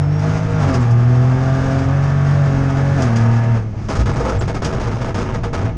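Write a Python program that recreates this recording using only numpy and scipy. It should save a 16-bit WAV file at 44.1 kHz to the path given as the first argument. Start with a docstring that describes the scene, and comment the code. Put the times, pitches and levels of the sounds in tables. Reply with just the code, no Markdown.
"""A rally engine booms and rasps at full throttle, its turbo whistling, heard from behind the seats.
Low exhaust orders boom in the bare cabin and upper ones rasp; the gears whine and the lever clacks
through two upshifts. Then the driver lifts and slows, and unburnt fuel pops in the exhaust in ragged
volleys. Road rumble, a few squeaks and a short judder of the body lie behind.
One microphone, on a small onboard camera inside the metal shell."""
import sys
import numpy as np
from scipy import signal
from scipy.fft import rfft, irfft, next_fast_len
from scipy.io import wavfile

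SR = 44100
rng = np.random.default_rng(int(sys.argv[2]) if len(sys.argv) > 2 else 0)


def master(y):
    """Save y as 16-bit WAV."""
    cut = np.clip(np.atleast_2d(y).T, -1, 1)
    pcm = np.round(cut * 32767)  # scale
    wavfile.write(sys.argv[1], SR, pcm.astype(np.int16))


N = 254456
TIME = np.arange(N) / SR

# Table levels are relative, ahead of the mix. An order is a multiple of the engine's cycle rate.
# engine speed: time_s, cycle_hz
ENGINE_SPEED = [(0, 47.45), (.3, 52.35), (.48, 53.02), (.58, 52.16), (.7, 44.4), (.86, 39.06), (1.33, 42.5),
                (1.43, 44.03), (1.87, 44.95), (1.95, 46.43), (2.4, 47.61), (2.54, 45.5), (2.72, 45.06),
                (2.96, 47.02), (3.1, 38.13), (3.52, 38.92), (3.64, 35.94), (3.86, 35.05)]
# engine effort: time_s, level_db
ENGINE_LOAD = [(0, -33.5), (.18, -34), (.24, -27.5), (.35, -27), (.48, -31), (.6, -26), (.88, -30),
               (1.1, -30.5), (1.7, -27.5), (2.1, -29), (3.25, -27.5), (3.55, -31.5)]
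# upshifts, with the ignition cut and the firing ragged: start_s, length_s
UPSHIFTS = [(0.704, 0.11), (3.036, 0.039)]
# strong low exhaust orders: order, shift_change_db, flutter_db
BOOM_ORDERS = [(2, 7, -0.5), (3, -4.5, 1), (6, 3, 1.2), (9, 0, 2), (15, 5, 3.5)]
# the other low orders: order, level_db
LOW_ORDERS = [(1, -37.5), (4, -33.5), (5, -34), (7, -44.5), (10, -44), (12, -36), (14, -45), (17, -46)]
# modes of the air and shell around the microphone: centre_hz, width_hz, level_db
CABIN_MODES = [(97.2, 23.6, -20), (121.6, 25.2, -9.5), (141.6, 17, -13.5), (153, 23, -16), (209, 26, -27),
               (229.6, 6.5, -19.5), (248.7, 35, -23.5), (269.3, 17.5, -22.5), (299, 33, -32.5),
               (382, 69, -29.5), (469, 73, -32), (570, 60, -35), (667.4, 37, -29.5)]
# ringing cabin panels: centre_hz, width_hz, resonance_db
PANEL_MODES = [(380, 10, 3), (472.3, 7.5, 6), (661, 13.4, 8), (818, 49, -1.5), (905, 26, -3.5),
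               (1259, 37, -3), (1695, 19, 2.5), (2180, 12, 3), (6560, 110, -3)]
# volleys of exhaust pops: start_s, length_s, first_pop_db, crack_offset_db, pipe_boom_db
POP_VOLLEYS = [(3.885, .028, -13.5, -16.5, -24), (3.953, 0.036, -15, -16, -11.5),
               (4.056, 0.048, -15, -19, -10.5), (4.156, .05, -15.5, -17.5, -14.5),
               (4.247, 0.059, -16.5, -18, -31), (4.346, 0.0012, -19, -20.5, -11),
               (4.407, 0, -16.5, -17.5, -38), (4.476, 0.0014, -16, -17.5, -14.5),
               (4.543, 0, -15.2, -19, -20), (4.619, 0.057, -15, -17.5, -17),
               (4.724, 0.019, -15.5, -20, -17.5), (4.797, .08, -16, -19, -20),
               (4.908, 0.059, -19.5, -19, -12), (5.009, 0.065, -16, -19.5, -16.5),
               (5.143, .065, -14.5, -17.5, -16), (5.252, 0.074, -19, -23, -16.5),
               (5.337, 0, -18.5, -19, -20), (5.432, 0.0031, -16.5, -19.5, -16),
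               (5.529, 0.0015, -13.5, -19, -18), (5.573, 0.086, -18, -21, -10.5)]
# backfires howling in the pipe: start_s, length_s, level_db
PIPE_HOWLS = [(4.195, 0.024, -23), (4.252, 0.067, -21)]
# gear lever and linkage strikes: start_s, level_db
LEVER_CLACKS = [(0.192, -33), (0.7408, -23.5), (0.9087, -31.5), (3.0208, -20), (3.1596, -23),
                (3.1674, -26.5), (3.9533, -30.5), (4.292, -25), (4.6465, -16.5)]
# ring of the lever and its gate: pitch_hz, level_db, t60_s
LEVER_MODES = [(3410, -6.5, .06), (4870, 4.5, 0.039), (5680, 0.5, 0.075), (6620, -2.5, .09),
               (7700, -12, 0.047)]
# straight-cut gear whine: start_s, end_s, order, level_db
GEAR_WHINE = [(1.3, 2.98, 32.7, -44), (1.45, 2.98, 35.2, -45), (1.3, 2.98, 37.6, -43),
              (3.14, 3.55, 24, -35), (3.14, 3.55, 32, -41), (3.14, 3.55, 44, -43)]
# turbo whistle: time_s, pitch_hz, level_db
TURBO_WHISTLE = [(0, 5350, -49), (.08, 5330, -50), (.17, 5550, -44), (.23, 5900, -54), (.44, 5920, -50),
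                 (.48, 5800, -66), (.52, 5700, -52), (.58, 5860, -48), (.66, 5700, -73)]
# brief high squeaks: centre_s, pitch_hz, level_db
SQUEAKS = [(.815, 7405, -44), (4.14, 7800, -47), (4.4, 7420, -36)]
# jolts that shake the body under braking: start_s, length_s, level_db
BODY_JOLTS = [(3.98, 0.045, -10.5), (4.175, .17, -18.5)]
# spectral shapes from behind the seats: frequency_hz, density_db
RASP_COLOUR = [(150, -40.5), (400, 2), (650, 0), (1000, -3.5), (1400, -3), (1750, -7), (1950, -9),
               (2600, -14.5), (4000, -26.5), (6000, -30)]  # upper exhaust orders
GAS_COLOUR = [(60, -9.5), (130, -2), (260, 3.5), (400, 0.5), (750, -3), (1400, -2), (2000, -10),
              (2800, -16.5), (4000, -27), (7000, -54), (11000, -65.5)]  # rush of exhaust gas
HISS_COLOUR = [(2000, -22.5), (3300, -1), (4200, -2.5), (5000, 3), (6500, -1), (7300, -7.5), (9300, -15.5),
               (11000, -30.5)]  # gas hiss and the crack of a pop
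POP_COLOUR = [(60, -12.5), (150, 8.5), (230, 9), (320, 3), (500, 3.5), (750, -3), (1350, -3), (1900, -10),
              (2800, -15.5), (4000, -25.5), (7000, -74), (11000, -54.5)]  # body of a pop
HOWL_COLOUR = [(150, -44), (300, -5), (470, 4), (550, 6.5), (620, -15), (720, -6), (810, -1), (1130, -7),
               (1270, 0), (1700, -31), (6000, -68)]  # howling pipe
CLACK_COLOUR = [(300, -17), (1500, 4.5), (3200, 4.5), (4200, -4.5), (5100, 7.5), (6600, 1.5), (8000, -7),
                (11000, -21)]  # snap of the lever
ROAD_COLOUR = [(15, -2), (28, 4), (42, 1), (60, 6), (90, -2), (160, -3), (300, -9.5), (800, -54),
               (4000, -76.5)]  # road rumble
TYRE_COLOUR = [(60, 9), (110, 27.5), (220, 9), (400, 1), (700, 0), (1400, -7.5), (2500, -14), (4000, -24.5),
               (6000, -21), (9000, -46), (12000, -65.5)]  # rolling tyres

SHIFT_BUILD_S, SHIFT_END_S, SHIFT_LOAD_DB, SHIFT_HISS_DB = 0.096, 0.036, 1.5, 2
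LIFT_S, LIFT_FADE_S, LIFT_LOAD_DB, LIFT_BOOM_DB = 3.575, 0.13, -21.5, -5.5  # the throttle closes
LIFT_RECOVER_DB_PER_S = 55  # the exhaust builds again towards the first pop
HISS_DB, HISS_SLOPE, LIFT_HISS_DB = -19.5, 1.36, 14  # hiss grows a little faster than the rasp
POP_GAP_S, POP_JITTER_S = 0.03504, 0.0026  # within a volley: about one pop per engine cycle
POP_FADE_DB_PER_S, POP_SCATTER_DB = 20, 0.06
PIPE_HZ, PIPE_SCATTER = 115.4, 0.195  # boom of the pipe; its spread from pop to pop as a share
ROAD_DB, BRAKING_S, BRAKING_DB, JUDDER_HZ = -29, 3.92, 5.5, 58.4


def engine(steady_ragged=0.28):
    """Boom, rasp, gas and gear whine from inside the car; shifts roughen it, the lift quiets it."""
    cycle_hz = curves(ENGINE_SPEED)[0]
    shudder = .003 * np.sin(turn(11 + 2 * walk(3)))  # the driveline winds and unwinds
    phase = turn(cycle_hz * (1 + shudder))
    shifting = sum(upshift(s, length) for s, length in UPSHIFTS)
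    ragged = np.clip(steady_ragged + shifting, 0, 1)
    lifted = np.clip((TIME - LIFT_S) / LIFT_FADE_S, 0, 1)
    closed_s = LIFT_S + LIFT_FADE_S
    recovery_db = LIFT_RECOVER_DB_PER_S * np.clip(TIME - closed_s, 0, POP_VOLLEYS[0][0] - closed_s)
    pull_db = curves(ENGINE_LOAD)[0]
    usual_db = np.median(pull_db)
    load_db = pull_db + SHIFT_LOAD_DB * shifting + LIFT_LOAD_DB * lifted + recovery_db
    effort_db = load_db - usual_db
    hiss_db = usual_db + HISS_SLOPE * effort_db + HISS_DB
    hiss_db += SHIFT_HISS_DB * shifting + LIFT_HISS_DB * lifted
    gas = exhaust_gas(phase, ragged, load_db, hiss_db)
    rasp = exhaust_rasp(phase, ragged) * undb(load_db - 2.5 - 3 * ragged)
    boom = exhaust_boom(phase, cycle_hz, shifting, lifted, effort_db, ragged)
    return (boom + rasp + gas + gearbox(phase)) * during(ENGINE_SPEED, fade_s=0.31)


def upshift(s, length):
    """Raggedness 0-1 that builds into an upshift and stops as the next gear bites."""
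    building = (TIME - s) / SHIFT_BUILD_S
    ending = (s + length - TIME) / SHIFT_END_S
    return np.clip(1 + np.minimum(building, ending), 0, 1)


def exhaust_boom(phase, cycle_hz, shifting, lifted, effort_db, ragged):
    """Low orders; the strong ones swell at the microphone as they sweep through the cabin modes."""
    out = np.zeros(N)
    for order, shift_db, flutter_db in BOOM_ORDERS:
        drive = undb(shift_db * shifting + LIFT_BOOM_DB * lifted + flutter_db * walk(16))
        out += drive * cabin_gain(order * cycle_hz) * np.cos(order * phase)
    for order, db in LOW_ORDERS:
        level = undb(db + 0.72 * effort_db + 2.6 * walk(5))
        out += level * np.cos(order * phase + rng.uniform(0, 2 * np.pi) + 1.8 * ragged * walk(15))
    return out


def exhaust_rasp(phase, ragged):
    """Upper orders: every third is stronger, each swells by itself, uneven firing smears the top."""
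    shaken = phase + (.005 + .04 * ragged) * walk(45)
    out = np.zeros(N)
    knots_s = np.linspace(0, TIME[-1], num=16)
    for order in range(13, 90):
        tone = np.cos(order * shaken + rng.uniform(0, 2 * np.pi))
        swell = np.interp(TIME, knots_s, undb(3.5 * rng.standard_normal(len(knots_s))))
        out += undb(0 if order % 3 else 3.2) * swell * tone
    return unit(cabin(colour(out, RASP_COLOUR, ring=0.94), wet_db=-2.5))


def exhaust_gas(phase, ragged, load_db, hiss_db):
    """Rush and hiss of gas, puffing with each exhaust pulse."""
    pulses = 1 + 0.073 * np.cos(3 * phase) + 0.033 * np.cos(2 * phase) + 0.11 * np.cos(phase)
    puff = pulses * undb((1.2 + ragged) * walk(18))
    rush = colour(noise() * puff, GAS_COLOUR) * undb(load_db - 5 + 4.5 * ragged)
    hiss = colour(noise() * puff, HISS_COLOUR) * undb(hiss_db)
    return rush + hiss


def exhaust_pops():
    """Unburnt fuel fires in sharp, gritty bursts that set the pipe booming and briefly howling."""
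    body_power, crack_power, pipe = np.zeros((3, N))  # overlapping bursts add in power
    t = TIME[:SR // 3]
    front = 1 - np.exp(-t / .001)
    body_shape = front * burst(t, rise_s=.0002, hold_s=0.024, t60=0.16)
    crack_shape = burst(t, rise_s=0.0017, hold_s=0.02, t60=0.17)
    pipe_shape = burst(t, rise_s=0.00098, hold_s=0.024, t60=0.3)
    for start, length, first_db, crack_db, boom_db in POP_VOLLEYS:
        chance = rng.uniform(-0.96, 1, size=(5, 2))
        for (s, weaker_db), (detune, angle) in zip(volley(start, length), chance):
            db = first_db + weaker_db
            add(body_power, s, (undb(db) * body_shape) ** 2)
            add(crack_power, s, (undb(db + crack_db + 0.88 * weaker_db) * crack_shape) ** 2)
            ring = np.sin(2 * np.pi * PIPE_HZ * (1 + PIPE_SCATTER * detune) * t + np.pi * angle)
            add(pipe, s, undb(boom_db + weaker_db) * pipe_shape * ring)
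    grit = unit(undb(2 * walk(300)))
    body = colour(noise() * grit * np.sqrt(body_power), POP_COLOUR, ring=1.165)
    crack = colour(noise() * grit * np.sqrt(crack_power), HISS_COLOUR)
    howl = colour(noise() * grit, HOWL_COLOUR, ring=0.35) * swells(PIPE_HOWLS, rise_s=0.0022, t60=0.2)
    return undb(-5.0) * body + undb(-4.5) * crack + undb(-2.5) * pipe + howl


def volley(s, length, count=5):
    """Time and relative dB of each pop: a strong first one, then weaker ones until the volley ends."""
    for k, (late, louder) in enumerate(rng.standard_normal((count, 2))):
        after_s = k * POP_GAP_S
        share = np.clip(1 + (length - after_s) / POP_GAP_S, 0, 1)
        if k == 0:
            yield s, 0
        elif share > 0:
            weaker_db = 10 * np.log10(share) - POP_FADE_DB_PER_S * after_s + POP_SCATTER_DB * louder
            yield s + after_s + POP_JITTER_S * late, weaker_db


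def gear_lever():
    """Hard metal clacks close by: a snap, the ring of the lever and a short rattle in the cabin."""
    snaps, rings = np.zeros((2, N))
    t = TIME[:SR // 4]
    snap = burst(t, rise_s=0.0012, hold_s=0.002, t60=0.075)
    rattle = 0.33 * burst(t, rise_s=0.0045, hold_s=0.013, t60=0.16)
    for s, db in LEVER_CLACKS:
        add(snaps, s, undb(db - 8.0) * (snap + rattle) * rng.standard_normal(len(t)))
        for hz, mode_db, t60 in LEVER_MODES:
            tone = np.sin(2 * np.pi * hz * rng.normal(1, .009) * t)
            add(rings, s, undb(db + mode_db - 13) * decay(t, t60) * tone)
    return colour(snaps, CLACK_COLOUR) + rings


def gearbox(phase):
    """Meshing teeth whine in step with the engine; each gear has its own ratios."""
    out = np.zeros(N)
    for start, end, order, db in GEAR_WHINE:
        level = gate(start, end, fade_s=.05) * undb(db + 2.2 * walk(10))
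        out += level * np.sin(order * phase + .6 * walk(20))
    return out


def turbo():
    """The compressor's narrow, wavering whistle, faint from behind the seats."""
    hz, db = curves(TURBO_WHISTLE)
    whistle = np.sin(turn(hz * (1 + .006 * walk(170))))
    return undb(db + 1.1 * walk(50)) * whistle * during(TURBO_WHISTLE, fade_s=0.034)


def squeaks(width_s=0.01):
    """Short, rough, high squeaks with the cabin's reflections on them."""
    chirps = np.zeros(N)
    for s, hz, db in SQUEAKS:
        envelope = np.exp(-((TIME - s) / width_s) ** 2)
        chirps += undb(db) * envelope * np.sin(turn(hz * (1 + 0.039 * walk(750))))
    return cabin(chirps, t60=.09, wet_db=-7)


def chassis():
    """Underneath it all: road rumble, rolling tyres and the judder of the shell under braking."""
    braking = gate(BRAKING_S, TIME[-1], fade_s=0.062)
    rumble = colour(noise(), ROAD_COLOUR, ring=0) * undb(ROAD_DB + BRAKING_DB * braking)
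    surface_db = 2 * walk(9)
    tyres = colour(noise(), TYRE_COLOUR) * undb(-26.5 + surface_db)
    jolts = swells(BODY_JOLTS, rise_s=0.0078, t60=0.49) * undb(1.5 * walk(13))
    return rumble + tyres + jolts * np.sin(2 * np.pi * JUDDER_HZ * TIME)


def cabin(x, t60=0.1, wet_db=-3):
    """Dense reflections off nearby metal and glass, of unit power together with the direct sound."""
    t = TIME[:SR // 6]
    tail = rng.standard_normal(len(t)) * decay(t, t60) * (t > .002)
    tail *= undb(wet_db) / np.sqrt(np.sum(tail ** 2))
    tail[0] = 1  # direct path to the microphone
    return signal.fftconvolve(x, tail)[:N] / np.sqrt(np.sum(tail ** 2))


def cabin_gain(hz, steepness=1.41):
    """How strongly the cabin modes answer a tone; they add in power."""
    gains = (undb(db) / (1 + (2 * (hz - centre) / width) ** 2) ** steepness
             for centre, width, db in CABIN_MODES)
    return np.sqrt(sum(gain ** 2 for gain in gains))


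def panels(hz):
    """Complex answer of the ringing cabin panels at these frequencies."""
    return sum(undb(db) / (1 + 2j * (hz - centre) / width) for centre, width, db in PANEL_MODES)


def colour(x, points, ring=1):
    """Causal filter of unit power through (Hz, dB) points, with the cabin panels ringing on top."""
    size = next_fast_len(N + SR // 2, True)
    size += size % 2
    f = np.fft.rfftfreq(size, 1 / SR) + 1e-3
    hz, db = np.transpose(points)
    gain = undb(np.interp(np.log(f), np.log(hz), db))
    cepstrum = irfft(np.log(gain))
    cepstrum[1:size // 2] *= 2  # fold to minimum phase
    cepstrum[size // 2 + 1:] = 0
    response = np.exp(rfft(cepstrum)) * (1 + ring * panels(f))
    return irfft(rfft(x, size) * response / np.sqrt(np.mean(abs(response) ** 2)))[:N]


def undb(db):
    """Decibels to gain."""
    return 10 ** (np.asarray(db) / 20)


def unit(x):
    """Scale to rms 1."""
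    return x / np.sqrt(np.mean(x ** 2) + 1e-18)


def noise():
    """White noise."""
    return rng.standard_normal(N)


def walk(rate_hz):
    """Smooth random drift of rms 1, rolling off above rate_hz."""
    lowpass = 1 / (1 + (np.fft.rfftfreq(N, 1 / SR) / rate_hz) ** 4)
    return unit(irfft(rfft(noise()) * lowpass, N))


def turn(hz):
    """Running phase in radians."""
    return 2 * np.pi * np.cumsum(hz) / SR


def curves(table):
    """Each column after time_s as a curve over time."""
    s, *columns = np.transpose(table)
    return [np.interp(TIME, s, column) for column in columns]


def gate(start, end, fade_s):
    """Open from start to end, with a fade on either side."""
    return np.clip(1 + np.minimum(TIME - start, end - TIME) / fade_s, 0, 1)


def during(table, fade_s):
    """Gate that is open over the span of a table."""
    return gate(table[0][0], table[-1][0], fade_s)


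def decay(t, t60):
    """Envelope that falls 60 dB in t60 seconds."""
    return np.exp(-np.log(1000) * t / t60)


def burst(t, rise_s, hold_s, t60):
    """Envelope that rises, holds and dies away."""
    return (1 - np.exp(-t / rise_s)) * decay(np.maximum(t - hold_s, 0), t60)


def swells(table, rise_s, t60):
    """Summed burst envelopes, one for each row of start_s, length_s, level_db."""
    return sum(undb(db) * burst(np.maximum(TIME - s, 0), rise_s, length, t60) for s, length, db in table)


def add(out, s, sound):
    """Mix a sound in at time s."""
    start = max(int(s * SR), 0)
    part = sound[:max(N - start, 0)]
    out[start:start + len(part)] += part


def scene():
    """Everything as heard from one spot behind the seats, in mono."""
    return (undb(3.0) * engine() + turbo() + exhaust_pops() + gear_lever() + squeaks() + chassis())[None]


def record(dry):
    """The small onboard camera's microphone rounds the peaks and cuts the top."""
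    rounded = np.tanh(0.75 * dry) / 0.85
    top_hz = 11300
    return signal.sosfilt(signal.ellip(8, .2, 70, top_hz, fs=SR, output="sos"), rounded)


dry = scene()
out = record(dry)
master(out)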